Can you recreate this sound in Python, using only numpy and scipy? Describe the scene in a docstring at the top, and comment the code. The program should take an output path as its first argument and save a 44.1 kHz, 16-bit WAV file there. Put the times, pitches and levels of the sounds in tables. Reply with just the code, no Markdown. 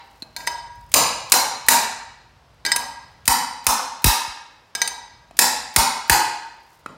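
"""The fading tail of an earlier blow opens a bare concrete garage, over air, rumble and rustling plastic bags.
Light taps set a wrench in place, then three hard hammer blows drive a steel part through it: three rounds.
Each hard blow has a faint noise tick just ahead of it; low thumps travel up the microphone stand.
Part and wrench ring as damped modes, cracks are shaped noise, the room swells and dies, a metal shelf hums.
The recorder ducks and clips the loudest moments; a dull knock comes near the end."""
import sys
import numpy as np
from scipy import signal
from scipy.fft import rfft, irfft, next_fast_len
from scipy.io import wavfile
from scipy.ndimage import map_coordinates

SR = 44100
rng = np.random.default_rng(int(sys.argv[2]) if len(sys.argv) > 2 else 0)


def dump_mix(stems):
    """Bounce the given channels to the path in sys.argv[1] as a 16-bit WAV at rate SR."""
    frames = np.atleast_2d(stems).T  # one column per channel
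    limited = np.clip(frames, -1, 1)  # hard clip at full scale
    pcm = np.round(limited * 32767).astype(np.int16)
    wavfile.write(sys.argv[1], SR, pcm)


N = 307365

# All levels are relative, ahead of the trims in the mix.
# Room noise spectrum: pitch_hz, density_db (per Hz)
AIR_SPECTRUM = [(20, -47), (36, -31), (50, -10.5), (97, -14.5), (200, -17.5), (400, -19), (900, -15),
                (2280, -25), (5280, -28.5), (6560, -36), (16000, -49.5)]
AIR_DB = -57
# Traffic or machines through the walls, level over time: time_s, level_db
RUMBLE_LEVEL = [(0, -64.5), (.8, -52), (2.15, -60), (3.24, -54.5), (4.25, -73), (5.55, -55.5),
                (6.06, -65.5), (6.39, -70), (6.97, -64)]
# Distant machine tones: pitch_hz, level_db (against the rumble)
MACHINE_HUM = [(50, -3), (99, -13), (138, -11)]
# Plastic bags, level over time: time_s, level_db
RUSTLE_LEVEL = [(0, -67), (.35, -66), (.6, -86), (.9, -59.5), (2.1, -83), (4.5, -74.5), (5.3, -91),
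                (6.399, -65.5), (6.97, -73)]
# Thumps through the stand: start_s, level_db
STAND_THUMPS = [(0.939, -36.5), (1.685, -46), (3.277, -26), (3.667, -28.5), (4.043, -11), (4.064, -13.5),
                (4.272, -41), (5.767, -19), (6.098, -19.5)]
SWAY_DELAY_S, SWAY_HZ = 0.024, 63.4
# Faint ticks ahead of the hard blows: start_s, level_db
FAINT_TICKS = [(0.917, -32), (1.2973, -33), (1.664, -36), (3.2551, -30.5), (3.643, -39.5), (4.02, -41),
               (5.3688, -34), (5.74, -38), (6.078, -41)]

# Decay of the room: pitch_hz, t60_s
GARAGE_DECAY = [(100, 0.61), (260, 0.66), (700, 0.77), (1800, 0.9), (4800, 0.72), (9000, 0.49),
                (15000, 0.28)]
# What the walls return: pitch_hz, level_db
WALL_RETURN = [(100, 7), (300, -4.5), (900, 8), (2000, -6.5), (5000, -0.5), (10000, -5.5), (16000, 2)]
# Modes of the sheet metal shelf nearby: pitch_hz, level_db, t60_s
SHELF_MODES = [(262.2, -7.5, 0.048), (508.5, -15, 0.061), (788, -6, 0.074), (858, -7, 0.12),
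               (920.5, -0.5, 0.072), (944, -7, 0.1), (1011.6, -4, 0.065)]

# Modes of the struck steel part: pitch_hz, width_hz, level_db (spectral peak)
PART_MODES = [(1582, 65, -5.5), (1910, 42, -11.5), (2250, 39, -4), (2563, 32, 5.5), (3037, 110, -8),
              (3970, 84, 1), (4164, 54, -2.5), (4806, 190, -4.5), (5230, 41, -10.5), (5324, 49, 1.5),
              (6640, 110, -7), (7144, 130, 1.5), (7380, 300, -11), (8615, 140, 2.5), (9273, 160, 3.5),
              (9600, 70, -19), (10700, 27, 0), (11780, 40, -1.5), (12980, 520, -5), (13640, 72, -5),
              (14540, 120, -4), (15700, 42, -12.5)]
# Modes of the wrench in a contact: pitch_hz, level_db, t60_s
WRENCH_MODES = [(948, -20, 0.11), (1617, -14.5, 0.25), (1960, 0, 0.026), (2278, -9.5, .06),
                (3030, -26.5, 0.33), (3686, -15.5, 0.11), (3867, -7.5, 0.042), (4206, -13, 0.11),
                (4756, -4.5, 0.051), (5100, -7, 0.079), (6270, -5.5, 0.06), (7210, -15, 0.099),
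                (8200, -3.5, .03), (8600, -28, 0.13), (10540, -26.5, .05), (11520, -36.5, .15),
                (13100, -31, .08), (14500, -25.5, 0.055)]
# Spectrum of the chattering surfaces: pitch_hz, density_db (per Hz)
CRACK_SPECTRUM = [(88, -53.5), (150, -4.5), (1480, -3.5), (2020, 1), (3350, -6), (9080, -3.5),
                  (13700, -12.5), (15100, -11), (16000, -22.5)]
# Free wrench bending across its flat: pitch_hz, level_db, t60_s
FLATWISE_MODES = [(954, -3, .33), (935, -3.5, 0.21), (8500, -28, .6), (13100, -33, .3)]
# Free wrench bending along its edge: pitch_hz, level_db, t60_s
EDGEWISE_MODES = [(1636, 0.5, .48), (3060, -13, 0.49)]
LINGER_DB, LINGER_T60_S = -20, 0.15  # the clack of a tap sings on

# Hard blows and rebounds; the first falls before the start and only its tail is heard:
# start_s, level_db, brightness_db (per octave), clack_hz, clack_db, room_db, shelf_db
HARD_BLOWS = [(-.566, 11, 0.5, 2460, -18, -4, 2), (.94, 3, 1.5, 7900, -19, -1.5, -5),
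              (1.32, 7.5, 3, 8260, -10.5, -8, -8), (1.339, -7, -1, 8900, -13, -7.5, 0.5),
              (1.685, 3, 2, 1865, -6, -3.5, -4), (1.688, -7, 4, 11000, 2.5, 2, -8.5),
              (3.278, 0.5, 2.47, 2460, -17, -3, 1.5), (3.667, -0.5, 2.03, 2400, -16, -2.5, 0),
              (4.043, -1, 3, 2500, -16, 1, 0), (5.39, 3.5, 3, 1774, -9.5, -3.5, -3),
              (5.762, 2, 1.45, 1950, -20.5, -3, -1.5), (6.097, 1.5, 0.1, 1740, -4, -2.5, 2)]
BLOW_PART_DB, BLOW_WRENCH_DB, BLOW_CRACK_DB, BLOW_CRACK_T60_MS = -2, -13.5, 1.72, 29.4
# Light taps on the loosely held wrench: start_s, level_db, brightness_db (per octave),
# clack_hz, clack_db, room_db, wrench_db, flatwise_db (song), edgewise_db (song)
LIGHT_TAPS = [(.222, -28.5, -0.5, 4140, 6, -19, -14, -45, -42.5),
              (.364, -17.5, 1.3, 4210, -4, -6, -6.5, -22, -37.5),
              (.405, -30, -10, 4340, -5, -5, -4, -40.5, -40),
              (.468, -20, 1, 6130, -7.5, -12.5, -12.5, -34.5, -40),
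              (.473, -12, -1, 1967, -10, -11, -0.5, -12.5, -25),
              (2.651, -11.5, -0.5, 4050, -8.5, -4, -5, -33, -35.5),
              (2.663, -16.5, 1, 4680, -1.5, -21, 4, -38.5, -8),
              (2.718, -9.5, 1.4, 4920, -18, -14, 7, -18.5, -22),
              (2.761, -3.5, 1.5, 9600, -9, -10.5, -13, -36, -38.5),
              (4.751, -13.5, -0.5, 6130, -6, -8, -1, -42.5, -18.5),
              (4.817, -9, .7, 6020, -3, -12, 2.5, -21, -43),
              (4.876, -11, 1.5, 8950, -6.5, -13.5, -8, -49.5, -48)]
TAP_PART_DB, TAP_CRACK_DB, TAP_CRACK_T60_MS, TAP_SHELF_DB = -9.5, -5, 38, -10.5
# Dull knocks that leave the steel nearly still: start_s, level_db, clack_hz, brightness_db (per octave)
DULL_KNOCKS = [(.224, -30.5, 270, -10), (5.31, -35, 700, -6), (6.861, -20, 1320, -7.5)]
# Make-up shared by the knocks: part_db, wrench_db, crack_db, clack_db, crack_t60_ms, room_db, shelf_db
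KNOCK_MAKEUP = (-13.5, -26.5, 2.5, -2, 21, -8, -24)

LEAD_S = 1  # room ahead of zero for the earlier blow
DUCKING = 0.12  # exponent of the gain reduction
TOP_HZ = 16100  # upper band limit


def amp(db):
    """Decibels to amplitude."""
    return 10 ** (np.asarray(db) / 20)


def unit(x):
    """Scale to an RMS of 1."""
    return x / np.sqrt(np.mean(x ** 2) + 1e-20)


def along(points, hz):
    """Read (Hz, value) points along a log frequency axis."""
    f, v = np.transpose(points)
    return np.interp(np.log(hz + 1), np.log(f + 1), v)


def filtered(x, response):
    """Filter x with a response given as a function of frequency."""
    m = next_fast_len(len(x) + SR // 4)
    return irfft(rfft(x, m) * response(np.fft.rfftfreq(m, 1 / SR)), m)[:len(x)]


def wobble(rate):
    """A smooth random curve, rate knots a second."""
    knots = rng.standard_normal(int(N * rate / SR) + 4)
    return map_coordinates(knots, [np.arange(N) * rate / SR])


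def room_air():
    """Steady room noise, shaped by its spectrum and drifting slightly in level."""
    noise = unit(filtered(rng.standard_normal(N), lambda f: amp(along(AIR_SPECTRUM, f))))
    return amp(AIR_DB + 0.4 * wobble(2.7)) * noise


def machine_rumble():
    """Low noise through the walls with hum tones that waver in level and phase."""
    t = np.arange(N) / SR
    spectrum = [(30, -42), (48, -2.5), (140, -7.5), (300, -32.5), (600, -56.0)]  # (Hz, dB)
    mix = unit(filtered(rng.standard_normal(N), lambda f: amp(along(spectrum, f))))
    for hz, db in MACHINE_HUM:
        mix += amp(db + 1.3 * wobble(5.6)) * np.sin(2 * np.pi * hz * t + 0.43 * wobble(2))
    return amp(np.interp(t, *np.transpose(RUMBLE_LEVEL))) * mix


def bags():
    """Thin plastic creases in clumps of tiny clicks: bright noise under fast and slow random swells."""
    time_s, level_db = np.transpose(RUSTLE_LEVEL)
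    creases = rng.standard_normal(N) * amp(5 * wobble(170) + 3.5 * wobble(11))
    spectrum = [(1500, -30.0), (6000, 1), (14000, -3.0)]  # (Hz, dB)
    bright = filtered(creases, lambda f: amp(along(spectrum, f)))
    return amp(np.interp(np.arange(N) / SR, time_s, level_db)) * unit(bright)


def thumps():
    """Each jolt travels through the slab and up the stand: quick ripples arrive first, the slow sway last."""
    out = np.zeros(N + SR)
    u = np.arange(1, SR // 8) / SR / SWAY_DELAY_S + 0.048  # time in units of the sway delay
    swell = np.where(u < 1, u ** 0.43, np.exp(-((u - 1) / 0.83) ** 2))
    # pitch falls as 1 / time
    jolt = swell * np.cos(2 * np.pi * SWAY_HZ * SWAY_DELAY_S * np.log(u))
    for start_s, level_db in STAND_THUMPS:
        out[round(start_s * SR):][:len(u)] += amp(level_db) * jolt
    return filtered(out[:N], lambda f: f ** 4 / (f ** 4 + 30 ** 4))


def ticks():
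    """A thin double tick, two short humps of noise, runs about 20 ms ahead of each hard blow."""
    out, t = np.zeros(N), np.arange(SR // 42) / SR
    first = np.exp(-((t - 0.002) / 0.004) ** 2)
    second = 0.4 * np.exp(-((t - 0.014) / 0.0028) ** 2)
    shape = first + second + 0.28
    for start_s, level_db in FAINT_TICKS:
        out[round(start_s * SR):][:len(t)] += amp(level_db) * shape * rng.standard_normal(len(t))
    spectrum = [(800, -9.5), (2500, -2.0), (9000, -1.5), (16000, -3.5)]  # (Hz, dB)
    return filtered(out, lambda f: amp(along(spectrum, f)))


def garage(x, swell):
    """The walls are far: their answer swells (seconds), then each frequency dies at its own speed."""
    hz, t, noise = signal.stft(rng.standard_normal(SR + SR // 2), SR, nperseg=128)
    fall = amp(along(WALL_RETURN, hz)[:, None] - 60 * t / along(GARAGE_DECAY, hz)[:, None])
    rise = 0.18 + 1.0 * (1 - np.exp(-(t / swell) ** 3))
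    tail = signal.istft(noise * fall * rise, SR, nperseg=128)[1]
    return signal.fftconvolve(x, tail / np.linalg.norm(tail))


def singing():
    """After a tap the loose wrench sings on in clear damped tones, blurred by the room."""
    out, t = np.zeros(N + 3 * SR), np.arange(SR) / SR
    for start_s, level_db, _, clack_hz, clack_db, _, _, flat_db, edge_db in LIGHT_TAPS:
        modes = [(clack_hz, clack_db + LINGER_DB, LINGER_T60_S)]
        modes += [(hz, db + flat_db, t60) for hz, db, t60 in FLATWISE_MODES]
        modes += [(hz, db + edge_db, t60) for hz, db, t60 in EDGEWISE_MODES]
        tone = sum(amp(level_db + db - 60 * t / t60) * np.sin(2 * np.pi * hz * t) for hz, db, t60 in modes)
        tone = tone * (1 - np.exp(-t / 0.0017))  # soft onset
        wet = amp(-3.5) * garage(tone, swell=0.01)
        wet[:SR] += tone
        out[round(start_s * SR):][:len(wet)] += wet
    return out[:N]


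def ringing(hz, db, t60, t, scatter_db, attack=0.0001):
    """Damped modes with new random strengths at every strike, scaled to peak 1."""
    level = amp(db + scatter_db * rng.standard_normal(len(hz)))
    modes = amp(-60 * t / t60[:, None]) * np.sin(2 * np.pi * hz[:, None] * t)
    x = level @ modes * (1 - np.exp(-t / attack))
    return x / np.max(np.abs(x))


def contact(part_db, wrench_db, crack_db, tilt_db, clack_hz, clack_db, crack_ms):
    """Steel on steel: part and wrench ring, the surfaces chatter briefly, the contact spot clacks."""
    t = np.arange(SR // 2) / SR

    def tilt(f):
        """A squarer, harder blow reaches the higher modes."""
        return tilt_db * np.log2((f + 100) / 4000)

    hz, width, db = np.transpose(PART_MODES)
    # a wide mode dies fast and needs a stronger start for the same spectral peak
    start_db = db + 20 * np.log10(width) + tilt(hz)
    part = ringing(hz, start_db, np.log(1000) / np.pi / width, t, scatter_db=2.0)
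    hz, db, t60 = np.transpose(WRENCH_MODES)
    wrench = ringing(hz, db + tilt(hz), t60, t, scatter_db=3)
    steel = amp(part_db) * part + amp(wrench_db) * wrench

    fade = amp(-60000 * t / crack_ms) * (1 - np.exp(-t / 0.00044))
    hiss = unit(filtered(rng.standard_normal(len(t)), lambda f: amp(along(CRACK_SPECTRUM, f) + tilt(f))))
    crack = amp(crack_db) * 0.39 * hiss * fade
    # three close tones roughen the clack
    spot = sum(np.sin(2 * np.pi * ratio * clack_hz * t) for ratio in (0.97, 1, 1.035)) / 2
    return steel, crack, amp(clack_db) * spot * fade


def contacts():
    """Blows, taps and knocks as rows: start, level, the seven settings of contact(), room, shelf."""
    rows = []
    for start_s, level_db, tilt_db, clack_hz, clack_db, room_db, shelf_db in HARD_BLOWS:
        rows.append((start_s, level_db, BLOW_PART_DB, BLOW_WRENCH_DB, BLOW_CRACK_DB,
                     tilt_db, clack_hz, clack_db, BLOW_CRACK_T60_MS, room_db, shelf_db))
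    for start_s, level_db, tilt_db, clack_hz, clack_db, room_db, wrench_db, *_ in LIGHT_TAPS:
        rows.append((start_s, level_db, TAP_PART_DB, wrench_db, TAP_CRACK_DB,
                     tilt_db, clack_hz, clack_db, TAP_CRACK_T60_MS, room_db, TAP_SHELF_DB))
    part_db, wrench_db, crack_db, clack_db, crack_ms, room_db, shelf_db = KNOCK_MAKEUP
    for start_s, level_db, clack_hz, tilt_db in DULL_KNOCKS:
        rows.append((start_s, level_db, part_db, wrench_db, crack_db,
                     tilt_db, clack_hz, clack_db, crack_ms, room_db, shelf_db))
    return rows


def hammering():
    """Every contact, direct and through the room; the jolt also sets the shelf humming."""
    out = np.zeros(N + 4 * SR)
    for start_s, level_db, *makeup, room_db, shelf_db in contacts():
        steel, crack, clack = amp(level_db + 2.5) * np.array(contact(*makeup))
        t = np.arange(len(steel)) / SR
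        hum = ringing(*np.transpose(SHELF_MODES), t, scatter_db=2.5, attack=0.0053)
        shelf = amp(level_db + shelf_db - 17.5) * hum
        # the crack spreads all round; ring and clack are beamed, so the walls get less of them
        to_walls = amp(room_db + 3) * (0.99 * steel + 1.22 * crack + 0.33 * clack)
        wet = garage(to_walls + amp(2.5) * shelf, swell=0.018)
        wet[:len(steel)] += steel + crack + clack + amp(-0.5) * shelf
        out[round((start_s + LEAD_S) * SR):][:len(wet)] += wet
    # small steel parts radiate little bass
    return filtered(out[LEAD_S * SR:][:N], lambda f: 1j * f / (150 + 1j * f))


def scene():
    """Sum all sources into one channel."""
    background = room_air() + machine_rumble() + bags() + thumps()
    return (background + ticks() + singing() + hammering())[None]


def record(dry):
    """Gain control ducks a few ms late after a loud blow, so the converter clips first; then the band limit."""
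    t = np.arange(SR // 10) / SR / 0.0041  # time in units of 4.1 ms
    memory = t * np.exp(-t)
    power = np.abs(signal.fftconvolve(dry[0] ** 2, memory / memory.sum())[:N])
    ducked = dry[0] / (1 + power / 0.24) ** DUCKING
    clipped = ducked / (1 + np.abs(ducked / 0.82) ** 6) ** (1 / 6)
    return filtered(clipped, lambda hz: 1 / (1 + (hz / TOP_HZ) ** 120))[None]


dry = scene()
out = record(dry)
dump_mix(out)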